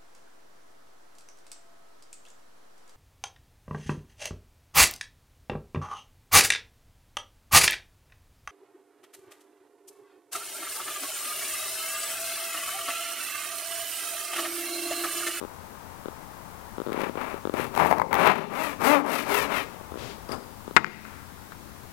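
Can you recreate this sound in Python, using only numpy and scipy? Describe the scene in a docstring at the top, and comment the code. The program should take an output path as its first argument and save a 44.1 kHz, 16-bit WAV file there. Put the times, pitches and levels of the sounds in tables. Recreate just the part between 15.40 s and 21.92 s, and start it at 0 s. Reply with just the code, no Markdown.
"""In a workshop, a pull saw crosscuts a batten held down on a bench, amid room air, low rumble and hiss.
The first strokes are light, then the teeth catch and snap fibres, then they run freely.
Each tooth is a click that shakes the batten, bench and blade; torn fibres and rubbing are coloured noise.
Dull creaks are runs of clicks as the hands shift; the sleeve and the dragged block are swelling noise.
The block clinks on a steel tool, then knocks on the work: clicks set off decaying tones and noise."""
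import sys
import numpy as np
from scipy import signal
from scipy.fft import rfft, irfft
from scipy.io import wavfile
from scipy.ndimage import uniform_filter1d

SR = 44100
rng = np.random.default_rng(int(sys.argv[2]) if len(sys.argv) > 2 else 0)


def dump_mix(stems):
    """Bounce the given channels to the path in sys.argv[1] as a 16-bit WAV at rate SR."""
    frames = np.atleast_2d(stems).T  # one column per channel
    limited = np.clip(frames, -1, 1)  # hard clip at full scale
    pcm = np.round(limited * 32767).astype(np.int16)
    wavfile.write(sys.argv[1], SR, pcm)


N = 287532
TIME = np.arange(N) / SR  # seconds


def from_db(db):
    """Turn decibels into an amplitude factor."""
    return 10 ** (np.asarray(db) / 20)


def rms_one(x):
    """Scale a sound to unit power."""
    return x / np.sqrt(np.mean(x ** 2) + 1e-20)


def running_rms(x, seconds):
    """Follow the level over a short sliding window."""
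    window = max(int(seconds * SR), 2)
    return np.sqrt(np.abs(uniform_filter1d(x ** 2, window)) + 1e-12)


def level_curve(rows):
    """Draw straight lines between (time, dB) points and give the amplitude at every sample."""
    times, levels_db = np.transpose(rows)
    return from_db(np.interp(TIME, times, levels_db))


def at_hz(points, hz, axis=1):
    """Read one column of a spectrum on a log-frequency axis."""
    points = np.array(points)
    return np.interp(np.log(hz + 1), np.log(points[:, 0]), points[:, axis])


def response(spectrum, size=2048):
    """Make the minimum-phase pulse of a spectrum: it starts at once, and its peak is 1."""
    hz = np.linspace(0, SR / 2, size // 2 + 1)
    cepstrum = irfft(np.log(from_db(at_hz(spectrum, hz))))
    # folding the second half onto the first leaves nothing before the start
    cepstrum[1:size // 2] *= 2
    cepstrum[size // 2 + 1:] = 0
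    pulse = irfft(np.exp(rfft(cepstrum)))
    return pulse / np.abs(pulse).max()


def colour(x, spectrum):
    """Pass a sound through a body with this spectrum."""
    return signal.fftconvolve(x, response(spectrum))[:N]


def noise(spectrum):
    """Make coloured noise of unit power."""
    return rms_one(colour(rng.standard_normal(N), spectrum))


def band(x, kind, hz, order=4):
    """Keep part of the frequency range with a Butterworth filter."""
    return signal.sosfilt(signal.butter(order, hz, kind, fs=SR, output="sos"), x)


def smooth(x, seconds):
    """Smooth a signal with one pole."""
    r = np.exp(-1 / (seconds * SR))
    return signal.lfilter([1 - r], [1, -r], x + 1e-18)


def flutter(hz):
    """Wander at random below this frequency, with unit spread."""
    return rms_one(band(rng.standard_normal(N), "low", hz, order=2))


def clicks(rows, axis=1):
    """Place one impulse for each event, at the level in the given column."""
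    rows, out = np.array(rows), np.zeros(N)
    samples = (rows[:, 0] * SR).astype(int)
    out[samples] = from_db(rows[:, axis])
    return out


def splinter(x, seconds):
    """Turn each click into a dying puff of noise with the same energy."""
    envelope = np.sqrt(smooth(x ** 2, seconds))
    return envelope * rng.standard_normal(N)


def ring(x, modes):
    """Strike a body: a unit click starts each of its modes as a decaying sine."""
    out = 0
    for hz, db, t60 in modes:
        r, w = from_db(-60 / (t60 * SR)), 2 * np.pi * hz / SR
        sine = signal.lfilter([0, np.sin(w)], [1, -2 * r * np.cos(w), r * r], x + 1e-18)
        out = out + from_db(db) * sine
    return out


def resonate(x, resonances):
    """Add up resonances, each with its listed gain at its top and a set width."""
    out = 0
    for hz, width, db in resonances:
        r = np.exp(-np.pi * width / SR)
        top_is_one = np.array([1, 0, -1]) * (1 - r * r) / 2
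        poles = [1, -2 * r * np.cos(2 * np.pi * hz / SR), r * r]
        out = out + from_db(db) * signal.lfilter(top_is_one, poles, x)
    return out


def preamplifier_hiss():
    """Separate white noise in each channel, from the electronics."""
    return from_db(-52) * rng.standard_normal((2, N))


# low rumble colour: (frequency [Hz], level [dB])
RUMBLE_COLOUR = [(20, -3.5), (45, -3), (80, 4), (130, -2), (220, -1.5), (330, -7.5), (600, -24.5),
                 (2000, -39)]
# room air colour: (frequency [Hz], level [dB])
AIR_COLOUR = [(150, -25.5), (400, -3), (650, -3), (900, 1.5), (1150, -2), (1600, -8.5), (2300, -15.5),
              (3500, -26), (8000, -45)]
# loudness of the room air: (time [s], level [dB])
AIR_LEVEL = [(0, -42.5), (1.2, -42.5), (2.2, -43), (4.4, -42), (5.3, -45.5), (5.8, -47.5), (6.5, -47)]


def room_tone():
    """A steady low rumble under a band of air noise whose level drifts."""
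    return from_db(-44.5) * noise(RUMBLE_COLOUR) + level_curve(AIR_LEVEL) * noise(AIR_COLOUR)


# reverberation: (frequency [Hz], time to fall by 60 dB [s], level [dB])
REVERBERATION = [(157, 0.67, 0), (412, 0.48, -3), (1080, 0.19, -17.5), (2290, 0.83, -22), (4650, 0.89, 0.5),
                 (12000, 0.28, -56)]


def workshop(x, size=32768):
    """Diffuse reflections, dying at their own pace in each octave."""
    t, tail = np.arange(size) / SR, 0
    for low in 62.5 * 2 ** np.arange(8):
        middle = low * np.sqrt(2)
        decay = from_db(-60 * t / at_hz(REVERBERATION, middle))
        # silent for 7.5 ms, then rising until 22.5 ms
        decay = decay * np.clip(t / 0.015 - .5, 0, 1)
        gain = from_db(at_hz(REVERBERATION, middle, axis=2)) / np.sqrt(np.sum(decay ** 2))
        octave = band(rng.standard_normal(size), "band", [low, 2 * low], order=2)
        tail = tail + gain * decay * octave
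    return signal.fftconvolve(x, tail)[:N]


# dull creaks: (time [s], length [s], number of jerks, level before an overall lift [dB])
CREAK_RUNS = [(.0144, .0353, 4, -25), (.6578, .0264, 2, -23), (1.3823, .035, 3, -21),
              (1.4649, .038, 5, -21.5), (1.5209, .024, 2, -19), (1.5767, .0583, 4, -19),
              (1.6687, .0268, 2, -20.5), (1.7551, .0195, 2, -21.5), (1.9427, 0, 1, -20.5),
              (2.0534, .0427, 3, -18), (2.1401, .057, 2, -15), (4.345, .066, 2, -32),
              (4.5201, .054, 4, -26.5), (4.8929, .0217, 2, -25), (5.2787, .0318, 2, -25.5)]


def jerks():
    """Each creak sticks and slips at a nearly even pace: rows of (time, dB)."""
    jitter, spread_db = 0.13, 0.6  # share of the gap between jerks; spread of their strength
    rows = []
    for start, length, count, db in CREAK_RUNS:
        steps = np.arange(max(int(round(count)), 1))
        shift, strength = rng.standard_normal((2, len(steps)))
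        inner = (steps > 0) * (steps < steps[-1])  # the first and last jerk stay in place
        wander = jitter * shift * inner
        times = start + length * (steps + wander) / max(steps[-1], 1)
        rows += zip(times, db + spread_db * strength)
    return rows


# creak colour: (frequency [Hz], level [dB])
CREAK_COLOUR = [(40, -52), (110, -15), (220, -2.5), (400, 1.5), (560, -3.5), (700, -14.5), (1350, -11.5),
                (1900, -32), (2700, -35), (3700, -28), (5000, -47), (16000, -51)]


def creaks():
    """Stick-slip jerks, one click each, heard through dull wood as the hands shift."""
    return from_db(3.5) * colour(clicks(jerks()), CREAK_COLOUR)


# sleeve sliding on the apron: (time [s], level [dB])
SLEEVE_LEVEL = [(4.55, -61), (4.59, -37), (4.65, -36), (4.72, -37.5), (4.78, -54)]
# cloth colour: (frequency [Hz], level [dB])
CLOTH_COLOUR = [(100, 2), (400, 3.5), (1300, -5.5), (2200, -7), (4000, -7), (7000, -16.5), (12000, -23),
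                (16000, -35)]


def sleeve():
    """Cloth rubbing on cloth: soft noise that swells and fades."""
    return level_curve(SLEEVE_LEVEL) * noise(CLOTH_COLOUR)


# block dragged off the bench, before its judder: (time [s], level [dB])
DRAG_LEVEL = [(4.87, -82), (4.893, -36), (4.92, -30.5), (4.95, -29.5), (5.0, -52), (5.06, -75)]
# sliding wood colour: (frequency [Hz], level [dB])
SLIDE_COLOUR = [(80, 4.5), (300, 2), (600, 5), (1300, 3.5), (2200, -12.5), (4000, -20), (11000, -23),
                (16000, -43)]


def drag():
    """Wood sliding on wood: noise whose level judders at random."""
    judder = from_db(1.7 * flutter(hz=118))
    return level_curve(DRAG_LEVEL) * judder * noise(SLIDE_COLOUR)


# bright splinter colour: (frequency [Hz], level [dB])
SPLINTER_COLOUR = [(800, -12), (2000, 10.5), (3000, 2), (4500, -3), (7000, -13), (12500, -7), (16000, -5.5)]


def bright_splinters(x, seconds):
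    """Short bright puffs of noise, one for each click."""
    return colour(splinter(x, seconds), SPLINTER_COLOUR)


# block brushing a steel tool: (time [s], level [dB])
CLINK_TOUCHES = [(4.889, -38), (4.905, -50), (4.919, -28)]
# steel tool modes: (frequency [Hz], level [dB], time to fall by 60 dB [s])
STEEL_MODES = [(4700, -7, 0.12), (5060, -2.5, 0.05), (8600, -11, 0.054), (10560, -8, 0.035),
               (11700, -17, 0.077)]


def clinks():
    """Each touch rings the steel and adds a bright puff of noise."""
    touches = clicks(CLINK_TOUCHES)
    return ring(touches, STEEL_MODES) + from_db(13.5) * bright_splinters(touches, seconds=0.0028)


# block landing and settling: (time [s], ring and clatter level [dB], crack level [dB])
BLOCK_KNOCKS = [(5.3649, 7.5, 8), (5.3678, 1.5, 4.5), (5.3705, 3.5, 2), (5.3745, -16, -25),
                (5.3785, -1, -24), (5.4447, -21, 0.5), (5.4655, -32, -10), (5.6515, -24.5, -42),
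                (6.121, -26, -41)]
# block modes: (frequency [Hz], level [dB], time to fall by 60 dB [s])
BLOCK_MODES = [(220, -37, .45), (240, -39, .09), (360, -36, .06), (490, -31, .04), (715, -35, .03),
               (885, -18, .03), (1030, -21, .025), (1349, -10, .032), (1537, -9, .035), (1655, -17, .028),
               (2003, -19, .024), (2235, -24, .022), (2463, -25, .022)]
# clatter of flat faces: (frequency [Hz], level [dB])
CLATTER_COLOUR = [(150, -26), (450, -19), (680, -26), (900, -6), (1400, 2), (2300, -7), (3000, -24),
                  (4300, -27), (16000, -55)]
# crack of a hard contact: (frequency [Hz], level [dB])
CRACK_COLOUR = [(100, -6), (600, -15), (1200, 19.5), (2300, 9.5), (3000, -3), (4000, -4.5), (5500, -11),
                (8000, -27), (16000, -62)]
# block sliding into place: (time [s], level [dB])
SETTLING_LEVEL = [(5.38, -70), (5.45, -42), (5.56, -59), (5.7, -45.5), (5.8, -47), (5.92, -54)]


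def block():
    """Wood on wood: each contact cracks, clatters and rings the modes; then the block slides home."""
    blows = clicks(BLOCK_KNOCKS)
    ringing = ring(blows, BLOCK_MODES)
    clatter = colour(splinter(blows, seconds=.0035), CLATTER_COLOUR)
    crack = colour(splinter(clicks(BLOCK_KNOCKS, axis=2), seconds=0.00038), CRACK_COLOUR)
    slide = level_curve(SETTLING_LEVEL) * noise(CLATTER_COLOUR)
    # so small a block radiates almost no bass
    return band(ringing + clatter + crack + slide, "high", 97, order=2)


# paths from the teeth through the blade: plain list of delays [s]
BLADE_PATHS = [.0007, .0013, .0021, .0034]


def disperse(x):
    """A tooth's blow runs to and fro in the blade and comes out smeared over a few milliseconds."""
    for seconds in BLADE_PATHS:
        allpass = np.zeros(int(seconds * SR))
        allpass[0], allpass[-1] = .6, 1
        x = signal.lfilter(allpass, allpass[::-1], x)
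    return x


# teeth snagging in the fibres: (time [s], snap level [dB], splinter level [dB])
SNAG_EVENTS = [(1.53, -32, -15), (1.617, -32, -13), (2.351, -22, -14), (2.376, -9.5, -6),
               (2.399, -4.5, -14.5), (2.422, -5.5, -22), (2.449, -4, -9), (2.46, -3.5, -15),
               (2.512, 1, -3.5), (2.526, 2.5, -6), (2.583, -10, -7), (2.598, -1, -8), (2.617, 1.5, -8.5),
               (2.729, -4.5, -0.5), (2.742, -12, -0.5), (2.753, -6, -5), (2.858, -3.5, -4),
               (2.873, -2, 4.5), (2.901, 0, -11), (2.916, -1.5, -13)]
# snap colour: (frequency [Hz], level [dB])
SNAG_COLOUR = [(60, -0.5), (300, -9), (700, 8), (950, 13), (1400, -5), (2300, -5.5), (3200, -52),
               (6000, -47), (16000, -55)]


def snags():
    """A caught tooth breaks free with a snap of the batten; some snaps splinter brightly."""
    snaps = clicks(SNAG_EVENTS)
    snap_mix = 0.97 * snaps + 0.14 * disperse(snaps) + 0.6 * splinter(snaps, seconds=0.0028)
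    splinters = bright_splinters(clicks(SNAG_EVENTS, axis=2), seconds=0.00097)
    return colour(snap_mix, SNAG_COLOUR) + splinters


# saw strokes: (time [s], length [s], top speed before jitter [teeth per s], wood body level [dB],
# tooth rasp level [dB], kerf hiss level [dB], groan level [dB], body and groan swell from start to end [dB],
# deepest bite [share of the length], bite boost [dB], unevenness of the teeth [dB])
SAW_STROKES = [(1.488, 0.24, 194, -33, -37, -50, -58, -7, 0.7, 4, 6.5),
               (1.728, 0.29, 156, -35, -40, -51.5, -53, 3, 0.23, 8.5, 4.5),
               (2.108, .2, 138, -33, -34, -40.5, -31.5, -7, 0.39, 1, 4.5),
               (2.31, 0.32, 179, -23, -32, -35.5, -28.5, 13, 0.32, 8, 5),
               (2.691, 0.39, 195, -19, -23, -36.5, -40, -5.5, 0.528, 9.5, 5.5),
               (3.08, .29, 319, -28, -30, -36, -44, -14, 0.95, 3, 3.5),
               (3.384, .26, 300, -16, -23, -25.5, -22, 8.5, 0.66, 8, 3),
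               (3.623, .25, 298, -23.5, -23, -27.5, -35, -31.5, 0.75, 2, 5),
               (3.841, .25, 470, -25.5, -24.5, -29.5, -33, -12.5, 0.94, 7, 4.5),
               (4.069, 0.2, 348, -30, -26, -36.5, -41.5, -17.5, 0.17, 1, 4.5)]


def stroke_controls():
    """Tooth rate, unevenness, progress, and the four layer gains, which follow effort and bite."""
    crawl = 48.0  # teeth per s, before jitter, between strokes
    rate, uneven = np.full(N, crawl), np.zeros(N)
    progress, gains = np.zeros(N), np.zeros((4, N))
    for (start, length, top, body_db, rasp_db, hiss_db, groan_db,
         swell_db, bite_at, bite_db, uneven_db) in SAW_STROKES:
        during = (TIME > start) & (TIME < start + length)
        t = TIME[during] - start
        effort = np.abs(np.sin(np.pi * t / length))
        # the flatter second arch keeps most of the speed until the hand turns
        speed = effort ** np.where(t < length / 2, .9, .45)
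        bite = bite_db * np.exp(-((t - bite_at * length) / 0.038) ** 2)
        weight = bite + swell_db * (t / length - .5)
        slack = 1 - effort
        # each layer falls by its own number of dB towards the turns; the hiss hardly feels the bite
        levels = [body_db + weight - 10.5 * slack,
                  rasp_db + bite - 20 * slack,
                  hiss_db + 0.061 * bite - 18 * slack,
                  groan_db + weight - 4.5 * slack]
        # the teeth take hold and let go over 35 ms
        hold = np.clip(np.minimum(t, length - t) / 0.035, 0, 1)
        gains[:, during] += from_db(levels) * hold
        rate[during] = crawl + (top - crawl) * speed
        uneven[during], progress[during] = uneven_db, t / length
    return rate, uneven, progress, gains


def tooth_travel(rate, uneven_db):
    """Teeth passed so far; where they bite unevenly the blade moves in fits and starts."""
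    # share of the rate: a least jitter, and more for each dB of unevenness above a clean cut's 3 dB
    jitter = .02 + .1 * np.maximum(uneven_db - 3, 0)
    pace = np.maximum(1 + jitter * flutter(hz=120.4), 0)
    return np.cumsum(rate * pace) / SR


def tooth_strikes(rate, travel, uneven_db):
    """One click for each tooth entering the wood; teeth in a stroke bite with random strength."""
    entering = np.diff(np.floor(travel), prepend=0)
    strength = from_db(uneven_db * rng.standard_normal(N))
    # a faster rate brings more clicks, so each is made weaker
    return entering * strength / np.sqrt(rate / SR)


# groan colour: (frequency [Hz], level [dB])
GROAN_COLOUR = [(90, 0), (150, -0.5), (180, -6), (235, 1), (290, 4.5), (430, -0.5), (590, -15), (750, -2),
                (900, -1), (1190, -5), (1500, -6), (2400, -8), (4000, -36.5)]


def groan(rate, travel, count=12):
    """Evenly biting teeth drive the batten at the tooth rate and its multiples, each swelling alone."""
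    tone, power = 0, 0
    for k in range(1, count + 1):
        gain = from_db(at_hz(GROAN_COLOUR, k * rate))
        swell = from_db(2.2 * flutter(hz=30))
        tone = tone + gain * swell * np.sin(2 * np.pi * (k * travel + rng.random()))
        power = power + gain ** 2 / 2
    return tone / np.sqrt(power)


def blade_echo(x, progress, rate, count=2):
    """Bending waves return from the receding blade end, ever later, so the rasp's resonances glide down."""
    delay = .0015 * (1 + .45 * (progress - .5))  # seconds
    # the wood damps a slow blade; above 162 teeth per s it begins to ring freely
    gain = .6 * np.clip(rate / 162 - 1, 0, 1)
    echoes = sum(gain ** k * np.interp(TIME - k * delay, TIME, x) for k in range(1, count + 1))
    return x + echoes


# bench resonances: (frequency [Hz], width [Hz], level [dB])
BENCH_RESONANCES = [(178.6, 12, -2.5), (228, 17, -5.5), (295, 18, -4.5), (413, 38, 3), (550.5, 12, 3),
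                    (608, 84, -1), (828, 14, -0.5), (1195, 16, -6)]


def bench(x):
    """The bench sings along with what shakes it and rings on after it."""
    return resonate(x, BENCH_RESONANCES)


# steel blade resonances: (frequency [Hz], width [Hz], level [dB])
BLADE_RESONANCES = [(1610, 30, -12.5), (1650, 33, -10), (1760, 40, -9.5), (2100, 31, -16), (2333, 81, -1.5),
                    (2645, 100, -4.5), (2750, 40, -11), (2850, 34, -15), (3180, 25, -5), (3645, 64, 2),
                    (4110, 87, 1)]


def blade(x):
    """The steel blade rings at its own resonances."""
    return resonate(x, BLADE_RESONANCES)


# colour of the cut wood: (frequency [Hz], level [dB])
CUT_COLOUR = [(40, -28.5), (110, -15.5), (200, -4.5), (400, -5.5), (700, -2), (950, 2), (1300, -1.5),
              (1550, -7), (2200, -7), (2900, -12), (3800, -21.5), (6000, -32), (16000, -49.5)]
# colour of steel hissing in the kerf, the saw's slot: (frequency [Hz], level [dB])
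KERF_COLOUR = [(2000, -1), (3500, 5.5), (4600, 4.5), (7000, 1), (9000, 2), (12500, 5), (16000, -4)]


def saw():
    """Teeth strike and tear the fibres; batten, bench and blade sound while steel hisses in the kerf."""
    rate, uneven_db, progress, gains = stroke_controls()
    body_gain, rasp_gain, hiss_gain, groan_gain = gains
    travel = tooth_travel(rate, uneven_db)
    strikes = tooth_strikes(rate, travel, uneven_db)
    blows = disperse(strikes)
    tearing = splinter(strikes, seconds=.0025)
    rubbing = rng.standard_normal(N)
    # fast teeth cut more evenly, so their harmonics stand out of the noise
    ragged = np.interp(rate, [140, 240], [1, .8])
    wood = colour(blows + ragged * (.55 * tearing + .42 * rubbing), CUT_COLOUR)
    wood = wood + bench(wood) + blade(wood)
    # body and rasp are evened out first, so that the stroke gains set their levels
    body = band(wood, "low", 1500) / running_rms(band(wood, "band", [600, 1500]), .03)
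    rasp = band(blade_echo(wood, progress, rate), "high", 1500)
    rasp = rasp / running_rms(rasp, .03)
    hiss = rms_one(colour(0.16 * blows + tearing + rubbing, KERF_COLOUR))
    tone = groan_gain * groan(rate, travel)
    tone_on_bench = .5 * (tone + from_db(5) * bench(tone))
    return body_gain * body + rasp_gain * rasp + hiss_gain * hiss + tone_on_bench


def scene():
    """One close microphone on the left; both channels carry preamplifier hiss."""
    rustle = sleeve() + drag() + clinks()
    work = band(saw() + snags() + rustle, "high", 69, order=2) + block()
    microphone = work + workshop(work) + creaks() + room_tone()
    return preamplifier_hiss() + np.array([microphone, np.zeros(N)])


def gain_control(x, threshold_db, release_db_per_s, attack_s):
    """Loud sounds pull the gain down quickly; it climbs back at a steady rate."""
    power = smooth(np.minimum(x ** 2, 1), attack_s)  # the detector saturates at full scale
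    excess = np.maximum(10 * np.log10(power) - threshold_db, 0)
    held = np.maximum.accumulate(excess + release_db_per_s * TIME) - release_db_per_s * TIME
    return from_db(-smooth(held, attack_s))


def record(dry):
    """The left channel sets one gain for both; peaks beyond full scale clip and the top is cut."""
    gain = gain_control(dry[0], threshold_db=-17.5, release_db_per_s=35, attack_s=.018)
    clipped = np.clip(dry * gain, -1, 1)
    top_cut = signal.ellip(12, .1, 90, 15900, fs=SR, output="sos")  # cutoff in Hz
    return signal.sosfilt(top_cut, clipped)


dry = scene()
out = record(dry)
dump_mix(out)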